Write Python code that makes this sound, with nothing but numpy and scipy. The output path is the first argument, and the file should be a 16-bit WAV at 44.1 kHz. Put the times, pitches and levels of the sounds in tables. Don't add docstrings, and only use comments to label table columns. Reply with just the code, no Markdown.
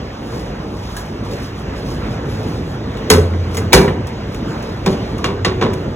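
import sys
import numpy as np
from scipy import signal
from scipy.fft import rfft, irfft, next_fast_len
from scipy.io import wavfile
from scipy.ndimage import uniform_filter1d, map_coordinates

SR = 44100
rng = np.random.default_rng(int(sys.argv[2]) if len(sys.argv) > 2 else 0)


def bounce(signal):
    frames = np.transpose(np.atleast_2d(signal))
    limited = np.clip(frames, -1, 1)
    pcm = np.round(limited * 32767).astype(np.int16)
    wavfile.write(sys.argv[1], SR, pcm)


N = 262784

# t/s, level/dB, boom, body and sizzle relative to the crack (each level/dB),
# low, middle and high favoured mode (each f/Hz), prominence of the upper two (level/dB)
KNOCK_ONSETS = [(0.9661, -28, -3, -12, 4.5, 356, 1650, 3640, 23),
                (2.9696, -32, -7, -17, -10, 331, 1260, 2850, 6),
                (3.1008, 2, -18, -4, -4.5, 427.4, 1002, 2190, 3.7),
                (3.1450, -17.5, -25, 2, -19, 520, 1300, 1620, 10),
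                (3.335, -32.5, 5, 10.5, -28, 472, 930, 2010, 11),
                (3.5452, -27, -9, 2.5, -3, 423, 2075, 3380, 20),
                (3.551, -29, -20, -2, -4, 436, 2100, 3300, 14),
                (3.5693, -20, -20, -1, -2.5, 453.5, 2070, 6300, 6.1),
                (3.5765, -25, -17, -5, -3, 447, 2010, 6820, 10),
                (3.583, -30, -20, -1, -12, 457, 2000, 6700, 10),
                (3.7237, -13.5, -22, -10, -24, 382, 2200, 3370, 7.9),
                (3.73, 7.5, -23, -6.5, -6, 383.3, 918, 2236, 9.9),
                (3.775, -10.5, -28, 3, -20, 390, 1510, 2840, 9.2),
                (3.8784, -17, -28, 1.5, -48, 402.6, 1883, 2620, 21),
                (4.0695, -31, 8, -30, -4, 509, 1220, 2830, 4.8),
                (4.345, -29.5, -3, -6, -7.5, 330, 1080, 2800, 5.9),
                (4.6248, -32, -15, -15, -7, 484, 902, 2800, 8),
                (4.8612, -10.5, -24, 0, -18, 371.7, 794, 2420, 13),
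                (5.181, -29, 7, -24, -9, 470, 1340, 2850, 8),
                (5.242, -9, -18, -6.5, -19.5, 358.5, 1105, 2830, 7.7),
                (5.257, -21, -5, 1, -31, 303, 1120, 1600, 10),
                (5.288, -27.5, -10, 9.5, -30, 400, 997, 1310, 8),
                (5.4475, -4, -42, -18.5, -25, 460, 736, 1905, 9.9),
                (5.458, -23, 3.5, 11.5, -31, 367.6, 1115, 3630, 12.4),
                (5.6125, -12, -23, 0, -29, 456, 1840, 3550, 3.3),
                (5.6235, -12, -14, 1, -32, 369, 1048, 3050, 17),
                (5.635, -22.5, -8, 6, -19, 415, 950, 1890, 13),
                (5.664, -26, -10, 10.5, -30, 401, 1000, 1800, 8),
                (5.7332, -27.5, 6, -4, -7, 412, 970, 2830, 6.2)]
COLOUR_CENTRES = [90, 190, 410, 1100, 11000, 3500]
# f/Hz, level/dB, decay by 60 dB t/s
STEEL_MODES = [(63, -7, 0.2), (86.36, 4, 2), (94.2, -6, 1.4), (151, 4, 0.55), (186.3, 7, 0.25),
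               (248, -8.5, 0.26), (288, -9.5, 0.22), (366.1, -3, 0.43), (394.3, -2, 0.33),
               (424.6, -2.5, 0.32), (448.6, 4, 0.18), (504, 1.5, 0.36), (578.5, -4.5, 0.3),
               (756.4, 4, 0.13), (935, -3.5, 0.19), (995, 2.5, 0.17), (1107, 4.5, 0.14), (1310, 2, 0.1),
               (1502, 0, 0.13), (1629, -3.5, 0.074), (1814, -1, 0.067), (2020, -2, 0.086),
               (2300, 0.5, 0.043), (2852, -8.5, 0.11), (3230, -11, 0.045), (3500, -17, 0.019),
               (4150, -10, 0.072), (5560, -9.5, 0.059), (6160, -17, 0.078), (6720, -6.5, 0.075),
               (8140, -9, 0.07)]
# f/Hz, level/dB
RATTLE_SPECTRUM = [(60, 3), (200, 9.5), (500, -0.5), (1200, 1.5), (3000, -11), (5000, -5), (7000, -11.5),
                   (10000, -9.5), (13000, -18), (16000, -21)]
# f/Hz, t/s
RATTLE_DECAY = [(100, 0.26), (500, 0.47), (1500, 0.28), (5000, 0.16), (14000, 0.17)]
# f/Hz, t/s
KITCHEN_DECAY = [(100, 0.16), (600, 0.72), (2000, 0.45), (6000, 0.34), (14000, 0.31)]
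# t/s, level/dB, f/Hz,
# cycles of decay to 1/e, cycles of swell (time constant)
LOW_TONES = [(3.11, -7, 86.5, 26, 1.4), (3.178, 6.5, 423, 4.6, 3), (3.744, 2, 60.5, 1.6, 1),
             (3.795, -7, 190.3, 6.1, 1.2), (3.844, -7.5, 402, 12, 2), (4.873, -2.5, 182, 1.8, 1.1),
             (5.469, -7, 166, 1.3, 1), (5.49, -13.5, 368, 33, 2.3), (5.641, -3.5, 228, 2.5, 0.91)]
# peak t/s, level/dB, length between 1/e points t/s
BRUSH_STROKES = [(0.36, -44, 0.21), (0.95, -44.5, 0.37), (0.996, -41, 0.046), (1.262, -44, 0.04),
                 (1.324, -40.5, 0.064), (1.426, -43.5, 0.14), (1.594, -46, 0.048), (1.784, -44, 0.058),
                 (1.896, -42, 0.12), (2.133, -45, 0.063), (2.35, -43.5, 0.17), (2.524, -45, 0.16),
                 (2.71, -46.5, 0.097), (3.546, -42, 0.082), (4.342, -48, 0.058), (4.503, -49, 0.087),
                 (4.686, -52, 0.23), (4.907, -39, 0.09)]
# f/Hz, level/dB
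CLOTH_SPECTRUM = [(1500, -38), (3000, 6.5), (5000, 9), (7000, 1.5), (9000, -2), (12000, -4.5), (16000, -10)]
# t/s, level/dB
AIR_COURSE = [(0, -35), (.5, -34), (1.5, -33.5), (2.2, -32), (3.3, -32), (3.8, -32), (4.3, -33), (5.4, -32),
              (5.96, -32.5)]
# f/Hz, level/dB
RUMBLE_SPECTRUM = [(15, -34), (25, -30), (40, -11.5), (52, 2), (60, -2), (70, -0.5), (90, -36)]
# f/Hz, level/dB
DRONE_SPECTRUM = [(40, -46), (60, -19), (75, -2.5), (98, -3), (140, 0), (220, -1.5), (320, -4.5), (450, -6),
                  (600, -12.5), (900, -25), (1500, -85)]
# f/Hz, width f/Hz, level/dB
HOUSING_MODES = [(99.45, 3.6, 1.5), (114.1, 6.8, -6.5), (211, 16, -12.5), (469, 29, -15)]
# f/Hz, level/dB
AIR_SPECTRUM = [(300, -17), (600, 2), (1000, 0), (1600, -5.5), (2500, -10), (4000, -14.5), (6000, -20.5),
                (9000, -37.5), (16000, -39)]
# f/Hz, cosine of twice the mixing angle (no unit)
CHANNEL_LIKENESS = [(30, 1), (300, 1), (520, 0.9), (800, 0.26), (2000, 0.46), (4000, 0.95), (8000, 1),
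                    (15000, 1)]
# f/Hz, phase/rad
CHANNEL_LEAD = [(0, 0), (200, -.15), (500, -.45), (700, -1.2), (1000, -.3), (2400, 1.3), (3600, 1.6),
                (4700, 3.14), (8900, 9.42), (13150, 15.7), (16000, 19.8)]
# f/Hz, level/dB
CHANNEL_LEVEL = [(500, -0.5), (900, -2), (2000, -1.5), (3000, 0.5), (8000, 0), (15000, 0.5)]

KNOCK_SAMPLES = SR * 6 // 10
PANEL_DB, CLANK_DB = -2, -7.5
CLANK_FOLLOWS = 0.37
LOW_FAVOUR_DB, FAVOUR_WIDTH = 8, 0.0506
CRACK_RISE_S, CRACK_T60_S = 0.00059, 0.031
TONE_WAVER_DB, TONE_WAVER_PER_S = 1.8, 30
RISE_SHARE = 0.49
HANDLING_DB, CLOTH_PATCHY_DB = -55, 2
DRONE_DB, HUM_DB = 7.5, 4
DRONE_GROWS, HUM_GROWS = 2, 2.8
RUMBLE_DB = -32.5
RUMBLE_SWAY_DB, DRONE_SWAY_DB, AIR_SWAY_DB = 1.5, 1.2, 1.0
TOP_HZ = 15800


def amp(db):
    return 10 ** (np.asarray(db) / 20)


def unit(x):
    return x / np.sqrt(np.mean(x ** 2) + 1e-20)


def along(points, hz):
    f, v = np.transpose(points)
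    return np.interp(np.log(hz + 1), np.log(f + 1), v)


def spectrum(points):
    return lambda hz: amp(along(points, hz))


def wobble(rate):
    knots = rng.standard_normal(int(N * rate / SR) + 4)
    return map_coordinates(knots, [np.arange(N) * rate / SR])


def filtered(x, response):
    n = x.shape[-1]
    m = next_fast_len(n + 8192)
    return irfft(rfft(x, m) * response(np.fft.rfftfreq(m, 1 / SR)), m)[..., :n]


def rush(gain, patchy_db):
    z = signal.stft(rng.standard_normal((2, N)), nperseg=512)[2]
    field = uniform_filter1d(rng.standard_normal(z.shape[1:]), size=6, axis=0)
    field = uniform_filter1d(field, size=10, axis=1)
    noise = signal.istft(z * amp(patchy_db * unit(field)), nperseg=512)[1][:, :N]
    return unit(filtered(noise, gain))


def dying(t60s, gain, onset_s):
    hz, t, z = signal.stft(rng.standard_normal((2, KNOCK_SAMPLES)), SR, nperseg=512)
    z = z * amp(-60 * t / along(t60s, hz)[:, None]) * gain(hz)[:, None]
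    noise = signal.istft(z, SR, nperseg=512)[1][:, :KNOCK_SAMPLES]
    return noise * (1 - np.exp(-np.arange(KNOCK_SAMPLES) / SR / onset_s))


def steel_ring(t, pitch, mode_db):
    hz, _, t60 = (column[:, None] for column in np.transpose(STEEL_MODES))
    swell = 1 - np.exp(-(t * hz / 1.4) ** 2)
    fade = np.exp(-np.log(1000) * t / t60)
    walk = np.cumsum(rng.standard_normal((len(hz), KNOCK_SAMPLES // 4)), axis=1)
    buzz = np.repeat(walk, repeats=4, axis=1) * np.sqrt(35 * (hz / 1000) ** 0.75 / SR)
    modes = amp(mode_db) * swell * fade * np.sin(2 * np.pi * pitch * t + buzz)
    return amp(-8.5) * np.sum(modes, axis=0)


def impact_crack(t, colour, pitch, lean_db):
    def response(f):
        near_mode = np.exp(-((f / pitch - 1) / 0.038) ** 2)
        lean = 1 + 5 * np.sum(amp(lean_db) * near_mode, axis=0)
        return amp(along(colour, f)) * (f > 800) * lean
    hard = filtered(rng.standard_normal(SR // 16), response)
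    envelope = amp(1.5 - 60 * t / CRACK_T60_S) * (1 - np.exp(-t / CRACK_RISE_S))
    return envelope * np.pad(hard, (0, KNOCK_SAMPLES - len(hard)))


def rack_rattle(colour):
    steps = rng.standard_normal(KNOCK_SAMPLES // 90 + 1)
    chatter = amp(3 * np.repeat(steps, repeats=90)[:KNOCK_SAMPLES])
    gain = lambda f: amp(along(RATTLE_SPECTRUM, f) + along(colour, f))
    return amp(5.0) * uniform_filter1d(chatter, size=40) * dying(RATTLE_DECAY, gain, onset_s=0.001)


def knocks():
    out = np.zeros((2, N + 2 * KNOCK_SAMPLES))
    t = np.arange(KNOCK_SAMPLES) / SR
    hz, level_db, _ = (column[:, None] for column in np.transpose(STEEL_MODES))
    tails = [dying(KITCHEN_DECAY, np.ones_like, onset_s=0.0087) for _ in range(6)]
    for k, (s, db, boom_db, body_db, sizzle_db, *favoured_hz, favour_db) in enumerate(KNOCK_ONSETS):
        clank_db = CLANK_DB + CLANK_FOLLOWS * body_db
        band_db = [boom_db, body_db + PANEL_DB, body_db, clank_db, sizzle_db, 0]
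        colour = sorted(zip(COLOUR_CENTRES, band_db))
        apart = np.log(np.array([favoured_hz]) / hz)
        reach = np.exp(-(apart / FAVOUR_WIDTH) ** 2)
        spot_db = reach @ [[LOW_FAVOUR_DB], [favour_db], [favour_db]]
        level_chance, pitch_chance = rng.standard_normal((2, len(STEEL_MODES), 1))
        bend = np.sum(reach * apart, axis=1, keepdims=True)
        pitch = hz * (1 + 0.0116 * pitch_chance + bend)
        lean_db = level_db + spot_db
        ring = steel_ring(t, pitch, lean_db + along(colour, hz) + 1.74 * level_chance)
        crack = impact_crack(t, colour, pitch, lean_db)
        near = rack_rattle(colour) + (ring + crack) * [[1], [0]]
        tail = tails[k % len(tails)]
        room = signal.fftconvolve(near[:1], tail / np.linalg.norm(tail[0]), axes=1)
        start = round(s * SR)
        out[:, start:start + KNOCK_SAMPLES] += amp(db) * near
        out[:, start:start + 2 * KNOCK_SAMPLES - 1] += amp(db - 14.5) * room
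    return out[:, :N]


def low_tones():
    out = np.zeros((2, N + KNOCK_SAMPLES))
    t = np.arange(KNOCK_SAMPLES) / SR
    for s, db, hz, cycles, swell_cycles in LOW_TONES:
        envelope = np.exp(-t * hz / cycles) * (1 - np.exp(-t * hz / swell_cycles))
        start = round(s * SR)
        out[0, start:start + KNOCK_SAMPLES] -= amp(db) * np.sin(2 * np.pi * hz * t) * envelope
    return out[:, :N] * amp(TONE_WAVER_DB * wobble(TONE_WAVER_PER_S))


def rustle():
    t = np.arange(N) / SR
    strokes = np.zeros(N)
    for s, db, length in BRUSH_STROKES:
        side = length * np.where(t < s, RISE_SHARE, 1 - RISE_SHARE)
        strokes += amp(db) * np.exp(-((t - s) / side) ** 2)
    rub = amp(HANDLING_DB + 2.8 * wobble(6.3))
    grain = amp(1.7 * wobble(300) + 0.92 * wobble(24.96))
    return (strokes + rub) * unit(grain * rush(spectrum(CLOTH_SPECTRUM), CLOTH_PATCHY_DB))


def housing(f):
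    return sum(amp(db) * 1j * f * w / (c * c - f * f + 1j * f * w) for c, w, db in HOUSING_MODES)


def fan():
    air_db = np.interp(np.arange(N) / SR, *np.transpose(AIR_COURSE))
    mean_db = air_db.mean()
    swing_db = air_db - mean_db
    drone_gain = spectrum(DRONE_SPECTRUM)
    rumble = rush(lambda hz: amp(along(RUMBLE_SPECTRUM, hz)) * (hz < 90), patchy_db=0.5)
    hum = rush(lambda hz: drone_gain(hz) * housing(hz), patchy_db=0.0)
    drone = rush(drone_gain, patchy_db=1.5)
    air = rush(spectrum(AIR_SPECTRUM), patchy_db=1.62)
    rumble_level = amp(RUMBLE_DB + RUMBLE_SWAY_DB * wobble(3.06))
    hum_level = amp(mean_db + HUM_DB + HUM_GROWS * swing_db)
    drone_level = amp(mean_db + DRONE_DB + DRONE_GROWS * swing_db + DRONE_SWAY_DB * wobble(6.085))
    air_level = amp(air_db + AIR_SWAY_DB * wobble(8))
    return rumble_level * rumble + hum_level * hum + drone_level * drone + air_level * air


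def scene():
    def share(hz):
        angle = np.arccos(np.clip(along(CHANNEL_LIKENESS, hz), -1, 1)) / 2
        return np.array([np.cos(angle), np.sin(angle)])
    same, opposed = filtered(knocks() + low_tones() + rustle() + fan(), share)
    return np.array([same + opposed, same - opposed])


def record(dry):
    half = np.array([[.5], [-.5]])
    def channel_response(hz):
        lead = np.interp(hz, *np.transpose(CHANNEL_LEAD))
        return amp(half * along(CHANNEL_LEVEL, hz)) * np.exp(1j * half * lead)
    channels = filtered(dry, channel_response)
    clipped = channels / (1 + np.abs(channels / .99) ** 8) ** (1 / 8)
    return np.clip(filtered(clipped, lambda hz: hz < TOP_HZ), -1, 1)


dry = scene()
out = record(dry)
bounce(out)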